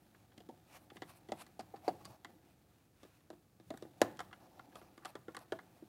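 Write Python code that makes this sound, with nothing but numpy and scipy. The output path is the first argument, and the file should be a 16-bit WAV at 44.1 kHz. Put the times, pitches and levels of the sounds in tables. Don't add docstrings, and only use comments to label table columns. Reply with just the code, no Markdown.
import sys
import numpy as np
from scipy import signal
from scipy.fft import rfft, irfft
from scipy.io import wavfile

SR = 44100
rng = np.random.default_rng(int(sys.argv[2]) if len(sys.argv) > 2 else 0)


def generate_wav(sig):
    pcm = np.round(np.clip(np.atleast_2d(sig).T, -1, 1) * 32767).astype(np.int16)
    wavfile.write(sys.argv[1], SR, pcm)


def how_loud(loudness_db):
    steps = np.asarray(loudness_db, float) / 20
    return 10 ** steps


N = 259308

# start_s, tick_peak_db, panel_db, box_db, shaft_db, favoured_box_hz, favoured_shaft_hz
SLOT_KNOCKS = [(0.378, -49.5, -49, -72, -69, 740, 2070), (0.4042, -52.5, -58, -62.5, -73, 740, 1960),
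               (0.4887, -56.5, -47, -53.5, -71, 537, 2000), (0.918, -77, -58, -59, -87, 740, 1960),
               (0.9584, -60, -52, -64, -70, 740, 1960), (1.0203, -42, -46, -49.5, -49.5, 710, 1900),
               (1.287, -51, -52.5, -57, -63, 680, 1940), (1.2925, -55, -50, -60.5, -65, 680, 1970),
               (1.3197, -36, -41, -36.5, -49.5, 740, 1990), (1.5932, -45, -57, -43.5, -63, 740, 1150),
               (1.598, -45, -49, -63, -58, 740, 1470), (1.607, -48.5, -63, -75, -65, 740, 2020),
               (1.7388, -70, -53.5, -45.5, -66, 740, 1160), (1.8794, -36.5, -35.5, -28.5, -47.5, 740, 1160),
               (3.0318, -51.5, -54, -62, -64.5, 615, 1160), (3.05, -59, -55, -68, -70, 620, 1790),
               (3.3026, -49, -50.5, -51.5, -60, 582, 1160), (3.329, -63, -54, -65, -71.5, 550, 1780),
               (3.5993, -59, -57, -69, -72, 740, 1790), (3.7042, -42.5, -41.5, -43.5, -55.5, 646, 1820),
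               (3.739, -57, -46, -57, -60.5, 770, 1160), (3.824, -45.5, -45, -51, -63, 620, 1160),
               (3.8514, -67, -52, -60.5, -70, 740, 1790), (4.006, -56, -61, -55, -75, 740, 1160),
               (4.0161, -18, -26.5, -22, -33.5, 636, 1810), (4.022, -29, -50, -36, -41, 740, 1790),
               (4.2038, -38, -87, -43.5, -45, 740, 1245), (4.755, -46.5, -52.5, -57, -54.5, 746, 1260),
               (4.815, -56, -57.5, -67, -63, 740, 1380), (4.9774, -52, -54.5, -67, -60.5, 740, 1160),
               (5.0494, -40.5, -69, -50.5, -52.5, 688, 1245), (5.1534, -44.5, -49, -47, -51.5, 597, 1290),
               (5.282, -55.5, -46.5, -49, -54.5, 540, 1380), (5.367, -35.5, -60, -52, -48, 540, 1780),
               (5.5218, -37.5, -38, -39, -44.5, 680, 1500), (5.824, -82, -49, -69, -84, 572, 1490)]
# pitch_hz, level_db, t60_s
BODY_MODES = [(229.5, -10, 0.051), (304.5, -15.5, 0.13), (325, 3, 0.029), (515, -6.5, 0.035),
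              (540, -5, 0.012), (618, 0.5, 0.023), (658, -17.5, 0.11), (740, -5, 0.036), (840, 1.5, 0.015),
              (920, -9.5, 0.048), (1027, 3, 0.019), (1160, 5.5, 0.025), (1245, 4.5, 0.015),
              (1380, 2, 0.023), (1538, -2.5, 0.017), (1680, -11, 0.035), (1689, 2.5, 0.025),
              (1946, 1.5, 0.02), (2147, -8, 0.048), (2260, -24, 0.0017)]
# frequency_hz, density_db (per Hz)
SKIN_SPECTRUM = [(590, -2.5), (1000, -1), (2040, -6), (2560, -2.5), (3180, -10), (4120, -9), (4670, -12.5),
                 (15000, -15.5)]


def rms_one(x):
    return x / np.sqrt(np.mean(x ** 2) + 1e-20)


def in_time(rows):
    s, *columns = np.transpose(rows)
    return [np.interp(np.arange(N) / SR, s, c) for c in columns]


def at_hz(points, hz):
    point_hz, value = np.transpose(points)
    return np.interp(np.log(hz + 1), np.log(point_hz), value)


def coloured(x, spectrum):
    gain = how_loud(at_hz(spectrum, np.fft.rfftfreq(N, 1 / SR)))
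    return rms_one(irfft(rfft(x) * gain, N))


def band_passed(x, low_hz, high_hz):
    return signal.sosfilt(signal.butter(2, [low_hz, high_hz], "band", fs=SR, output="sos"), x)


def drift(rate):
    r = np.exp(-2 * np.pi * rate / SR)
    noise = rng.standard_normal(N + SR)
    return rms_one(signal.lfilter([1], [1, -2 * r, r * r], noise)[SR:])


def ring(clicks, hz, t60):
    r, w = how_loud(-60 / (t60 * SR)), 2 * np.pi * hz / SR
    return signal.lfilter([0, np.sin(w)], [1, -2 * r * np.cos(w), r * r], clicks + 1e-18)


def fading(kicks, t60):
    return signal.lfilter([1], [1, -how_loud(-60 / (t60 * SR))], kicks)


def grains(per_s, spread_db):
    sizes = how_loud(spread_db * np.minimum(rng.exponential(1, N), 5)) * rng.choice([-1, 1], N)
    return rms_one(sizes * (rng.random(N) < per_s / SR))


def body(rubbing, low_hz, high_hz):
    rings = sum(how_loud(db) * ring(rubbing, hz, t60) for hz, db, t60 in BODY_MODES if low_hz < hz < high_hz)
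    return rms_one(band_passed(rings, low_hz, high_hz))


def ventilation():
    # frequency_hz, density_db (per Hz)
    air_spectrum = [(15, -65), (25, -18), (49, 14), (125, 17.5), (213, 13), (438, 4.5), (729, -2),
                    (790, -4.5), (1810, -12.5), (1960, -42), (4500, -14), (15000, -15.5)]
    return how_loud(-70.5) * coloured(rng.standard_normal(N), air_spectrum)


def dying_gain(s, db, t60):
    kicks = np.zeros(N)
    kicks[np.round(s * SR).astype(int)] = how_loud(db)
    return fading(kicks + 1e-18, t60)


def thread_grind():
    teeth = grains(1200, spread_db=2.0)
    panel = body(teeth, low_hz=193, high_hz=614)
    box = body(teeth, low_hz=680, high_hz=907)
    return rms_one(panel + how_loud(-3.5) * box)


def thread_scratch():
    return coloured(grains(3500, spread_db=3.5), [(700, -35), (1200, 1.5), (2600, -6), (3800, -4.5),
                                                  (5000, -9.5), (9000, -13), (13000, -12)])


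def skin_rustle(effort):
    rustle = coloured(grains(4100, spread_db=1.5), SKIN_SPECTRUM) * how_loud(-80 + 3.6 * drift(4.0))
    airy = coloured(rng.standard_normal(N), [(7000, -22), (10500, 2), (14000, 3)])
    return rustle + airy * how_loud(-90 + 3.0 * drift(9)) * effort


def noisy_tail(s, shaft_db):
    noise = coloured(grains(6000, spread_db=3.5), [(600, -6), (1050, 17.5), (1900, -5.5), (2800, -8.5),
                                                   (4000, -14.5), (6000, -15), (15000, -37)])
    return noise * dying_gain(s + 0.0046, shaft_db - 9, t60=0.13)


def hand_thud():
    return coloured(rng.standard_normal(N), [(60, -22.0), (95, 6.0), (190, 4.5), (280, -29.0)])


def turning():
    # start_s, grind_db, thud_db
    pressure = [(0.0, -74.5, -76), (0.2, -72.5, -77), (0.75, -72, -74.5), (0.88, -68.5, -75),
                (1.05, -73, -67), (1.18, -69, -79), (1.6, -72.5, -74), (2.02, -66.5, -67), (2.07, -67, -63),
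                (2.11, -61, -57), (2.135, -68, -77), (2.17, -72, -97), (2.3, -64.5, -76),
                (2.52, -76.5, -85), (3.55, -82.5, -78.5), (3.64, -80, -80), (3.685, -81, -61),
                (3.72, -73.5, -75), (4.17, -65, -75), (4.22, -75, -61), (4.38, -69, -75.5),
                (4.6, -65.5, -76), (4.88, -68, -82), (4.94, -69, -87), (5.2, -79.5, -69), (5.31, -71, -79),
                (5.88, -70, -76)]
    grind_db, thud_db = in_time(pressure)
    s, _, panel_db, box_db, shaft_db, *_ = np.transpose(SLOT_KNOCKS)
    after_db, after_t60_s = -22.5, 0.31
    bite = how_loud(grind_db) + dying_gain(s, box_db + after_db, after_t60_s)
    lean = how_loud(thud_db) + dying_gain(s, panel_db + after_db, after_t60_s)
    effort = (bite / how_loud(grind_db.mean())) ** 0.44
    lumps = how_loud(1.0 * drift(9.8))
    thread = lumps * (bite * thread_grind() + how_loud(-78.5) * effort * thread_scratch())
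    return thread + skin_rustle(effort) + noisy_tail(s, shaft_db) + lean * hand_thud()


def blows():
    # start_s, tick_peak_db, shaft_db, tick_fall_db (per octave), favoured_shaft_hz
    grazes = [(0.147, -61, -66, 20, 1600), (0.3185, -65, -71.5, 14, 1550), (0.9016, -48, -63, 14.5, 1260),
              (0.968, -47, -60, 15.5, 1980), (1.465, -51.5, -66, 5, 1950), (1.76, -55, -70, 8, 1800),
              (1.8845, -44.5, -54.5, 7, 2050), (2.048, -49, -69, 12, 1180), (2.0533, -39, -55.5, 4, 1140),
              (2.142, -66, -83, 2, 1170), (2.081, -70, -83, -2.5, 1170), (2.247, -40, -50, 7.5, 1830),
              (3.206, -66, -78, 10, 1800), (3.774, -45.5, -61, -3, 1740), (3.982, -60, -79, -3, 1600),
              (4.171, -53, -78, 5, 1610), (4.1916, -41, -46, 7.5, 1380), (4.311, -63, -63, 13, 1250),
              (4.328, -49.5, -53, 13, 1380), (4.5943, -52, -52, 11, 1370), (4.725, -61, -68, 22, 1790),
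              (5.022, -74, -67, 10, 1380), (5.033, -65, -64, -1, 1700), (5.0546, -37, -47.5, 6.5, 1245),
              (5.3472, -46.5, -50.5, 2, 1530), (5.39, -51, -81, -2, 1600), (5.5889, -52.5, -51, 8, 1490)]
    rows = []
    for knock in SLOT_KNOCKS:
        harder_db = max(knock[1] + 40, 0)
        chatter_ms = 7.2 * np.exp(-0.035 * harder_db)
        fall_db = 8.5 - 0.14 * harder_db
        rows.append((*knock, chatter_ms, fall_db))
    for s, tick_db, shaft_db, fall_db, shaft_hz in grazes:
        panel_db, box_db = shaft_db - 9, shaft_db - 8.5
        box_hz, chatter_ms = 787, 6.9
        rows.append((s, tick_db, panel_db, box_db, shaft_db, box_hz, shaft_hz, chatter_ms, fall_db))
    return rows


def causal(colour, length):
    cepstrum = irfft(np.log(colour + 1e-6), length)
    cepstrum[1:length // 2] *= 2
    cepstrum[length // 2 + 1:] = 0
    return np.exp(rfft(cepstrum))


def blade_colour(s, fall_db, pitch_scatter, hz_axis):
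    # pitch_hz, width_hz, unscaled_lift_db
    steel_peaks = [(2850, 190, 2.5), (3850, 590, 1.6), (4620, 530, 2.3), (7030, 240, 2.7),
                   (10600, 10300, 12.7)]
    # start_s, pitch_hz
    blade_pitch = [(0, 3240), (1.35, 3420), (1.55, 4800), (2.1, 4650), (2.2, 3270), (3.0, 3620),
                   (4.1, 3850), (4.18, 3220), (5.88, 3290)]
    colour = how_loud(-fall_db * np.log2(hz_axis / 2500 + 1e-3))
    colour /= 1 + (1900 / (hz_axis + 1)) ** 6
    colour /= 1 + (hz_axis / 12500) ** 6
    luck = rng.standard_normal((len(steel_peaks), 2))
    for (hz, width_hz, db), (loud, shift) in zip(steel_peaks, luck):
        peak = np.exp(-((hz_axis - hz * (1 + pitch_scatter * shift)) / width_hz) ** 2)
        colour *= how_loud(db * (1.5 + 0.58 * loud) * peak)
    ping_hz = np.interp(s, *np.transpose(blade_pitch))
    return colour * how_loud(8 * np.exp(-((hz_axis - ping_hz) / 340) ** 2))


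def blade_crack(contacts, s, fall_db, pitch_scatter, tick_t60_s):
    # above_hz, fade_ms (time constant)
    treble_fades = [(3500, 27), (7500, 9)]
    length = len(contacts)
    ms = np.arange(length) * 1000 / SR
    crack = rng.standard_normal(length) * fading(np.abs(contacts), tick_t60_s)
    colour = blade_colour(s, fall_db, pitch_scatter, np.fft.rfftfreq(length, 1 / SR))
    crack = irfft(rfft(crack) * causal(colour, length), length)
    crack *= np.clip(1 - ms / ms[-1] * 2, 0, 1)
    for above_hz, fade_ms in treble_fades:
        treble = signal.lfilter(*signal.butter(1, above_hz, "high", fs=SR), crack)
        crack = crack - treble * (1 - np.exp(-ms / fade_ms))
    return crack / np.abs(crack).max()


def rung_parts(contacts, part_db, box_hz, shaft_hz, level_scatter_db, pitch_scatter):
    part_edges = [500, 1000, 2500]
    parts = np.zeros((3, len(contacts)))
    luck = rng.standard_normal((len(BODY_MODES), 2))
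    for k, ((hz, level_db, t60), (loud, shift)) in enumerate(zip(BODY_MODES, luck)):
        for liked_hz, share in ((box_hz, 1), (shaft_hz, 0.6)):
            level_db += 13.5 * share * np.exp(-(np.log2(hz / liked_hz) / 0.14) ** 2)
        gain = (-1) ** k * how_loud(level_db + level_scatter_db * loud)
        mode = ring(contacts, hz * (1 + pitch_scatter * shift), t60)
        parts[np.searchsorted(part_edges, hz)] += gain * mode
    total = 0
    for part, db, edge_hz in zip(parts, part_db, part_edges):
        part = signal.lfilter(*signal.butter(2, 0.93 * edge_hz, fs=SR), part)
        total = total + how_loud(db) * part / part[:SR // 125].std()
    return total


def knocks(level_scatter_db, pitch_scatter, tick_t60_s):
    out, length = np.zeros(N + SR), SR // 4
    ms = np.arange(length) * 1000 / SR
    for s, tick_db, *part_db, box_hz, shaft_hz, chatter_ms, fall_db in blows():
        touching = rng.random(length) < 2500 / SR
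        contacts = rng.standard_normal(length) * touching * np.exp(-ms / max(chatter_ms, .2))
        contacts[0] = -3.2
        sound = how_loud(tick_db) * blade_crack(contacts, s, fall_db, pitch_scatter, tick_t60_s)
        sound += rung_parts(contacts, part_db, box_hz, shaft_hz, level_scatter_db, pitch_scatter)
        out[round(s * SR):][:length] += sound
    return signal.sosfilt(signal.butter(4, 240, "high", fs=SR, output="sos"), out[:N])


def patchy(slips):
    edges = np.geomspace(500, 17000, 11)
    patches = np.zeros(N)
    for k, (low_hz, high_hz) in enumerate(zip(edges, edges[1:])):
        band = band_passed(slips, low_hz, high_hz) * how_loud(1.5 * drift(70))
        patches += band * (-1) ** k
    return patches


def swishes():
    # start_s, end_s, hiss_db, box_db, shaft_db, swell_db, squeak_hz, squeak_db
    slides = [(0.686, 0.769, -56.5, -9.5, -23, 16, 2370, -17.5), (0.815, 0.85, -80, 3, -7, 0, 13500, 4),
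              (0.938, 0.963, -69, -14, -22, 7, 14000, -2), (1.098, 1.113, -64.5, -13, -9, -5, 9000, -13),
              (1.137, 1.16, -77, -12, -21, -2, 4050, -9), (1.174, 1.177, -72, -19, -12, -1, 12100, 2.5),
              (1.397, 1.42, -53.5, -17.5, -21, 2.5, 13700, -10), (1.765, 1.768, -77, 1, 13, 2, 4000, -7),
              (2.003, 2.014, -68.5, 6, -3, 6, 2000, -13), (1.849, 1.887, -63.5, 5.5, -19, 1.5, 5000, -15),
              (2.07, 2.158, -72, 6, -4, 0, 3800, -7), (4.416, 4.465, -77, 7.5, -1, -1.5, 3870, -6),
              (4.513, 4.655, -78.5, 8, -12, 5, 3670, 0), (4.762, 4.794, -68.5, -1, -6, -2.5, 6900, -4.5),
              (4.826, 4.89, -77, 1, -6, -6, 3500, -7), (5.07, 5.102, -64, 1.5, -22, 2, 7300, -6),
              (5.415, 5.427, -65.5, 1.5, -9, 1, 6960, -9)]
    rise_db_per_s, fall_db_per_s = 499, 898
    slips = grains(10000, spread_db=3.2)
    patches = patchy(slips)
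    hiss = coloured(patches, SKIN_SPECTRUM)
    box = body(slips, low_hz=607, high_hz=900)
    shaft = body(patches, low_hz=980, high_hz=2780)
    t, out = np.arange(N) / SR, np.zeros(N)
    for start, end, db, box_db, shaft_db, swell_db, squeak_hz, squeak_db in slides:
        level_db = np.interp(t, [start, end], [db - swell_db, db])
        level_db += rise_db_per_s * np.minimum(t - start, 0)
        level_db += fall_db_per_s * np.minimum(end - t, 0)
        squeak = rms_one(signal.lfilter(*signal.iirpeak(squeak_hz, 2.2, fs=SR), slips))
        slide = hiss + how_loud(box_db) * box + how_loud(shaft_db) * shaft + how_loud(squeak_db) * squeak
        out += how_loud(level_db) * slide
    return out


def office(x, first_echo_s):
    # frequency_hz, t60_s
    room_decay = [(100, 0.46), (300, 0.52), (800, 0.21), (1400, 0.49), (2800, 0.32), (6000, 0.18),
                  (14000, 0.15)]
    t = np.arange(SR // 2) / SR
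    tail = np.zeros(len(t))
    for hz in 90 * 2. ** np.arange(8):
        band = band_passed(rng.standard_normal(len(t)), hz / np.sqrt(2), hz * np.sqrt(2))
        tail += band * how_loud(-60 * t / at_hz(room_decay, hz))
    tail *= np.clip(t / first_echo_s - 1, 0, 1)
    return signal.fftconvolve(x, tail / np.sqrt(np.sum(tail ** 2)))[:N]


def scene():
    air = ventilation()
    hands = turning() + knocks(level_scatter_db=1.5, pitch_scatter=.012, tick_t60_s=0.0048) + swishes()
    echoes = how_loud(-23) * office(hands, first_echo_s=.007)
    return (hands + echoes + air)[None]


def roll_off(x):
    return signal.sosfilt(signal.butter(12, 16670, fs=SR, output="sos"), x)


def record(dry):
    mix = signal.sosfilt(signal.butter(3, 48, "high", fs=SR, output="sos"), dry)
    mix = signal.sosfilt(signal.cheby2(14, 45, 16300, fs=SR, output="sos"), mix)
    return roll_off(mix)


dry = scene()
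out = record(dry)
generate_wav(out)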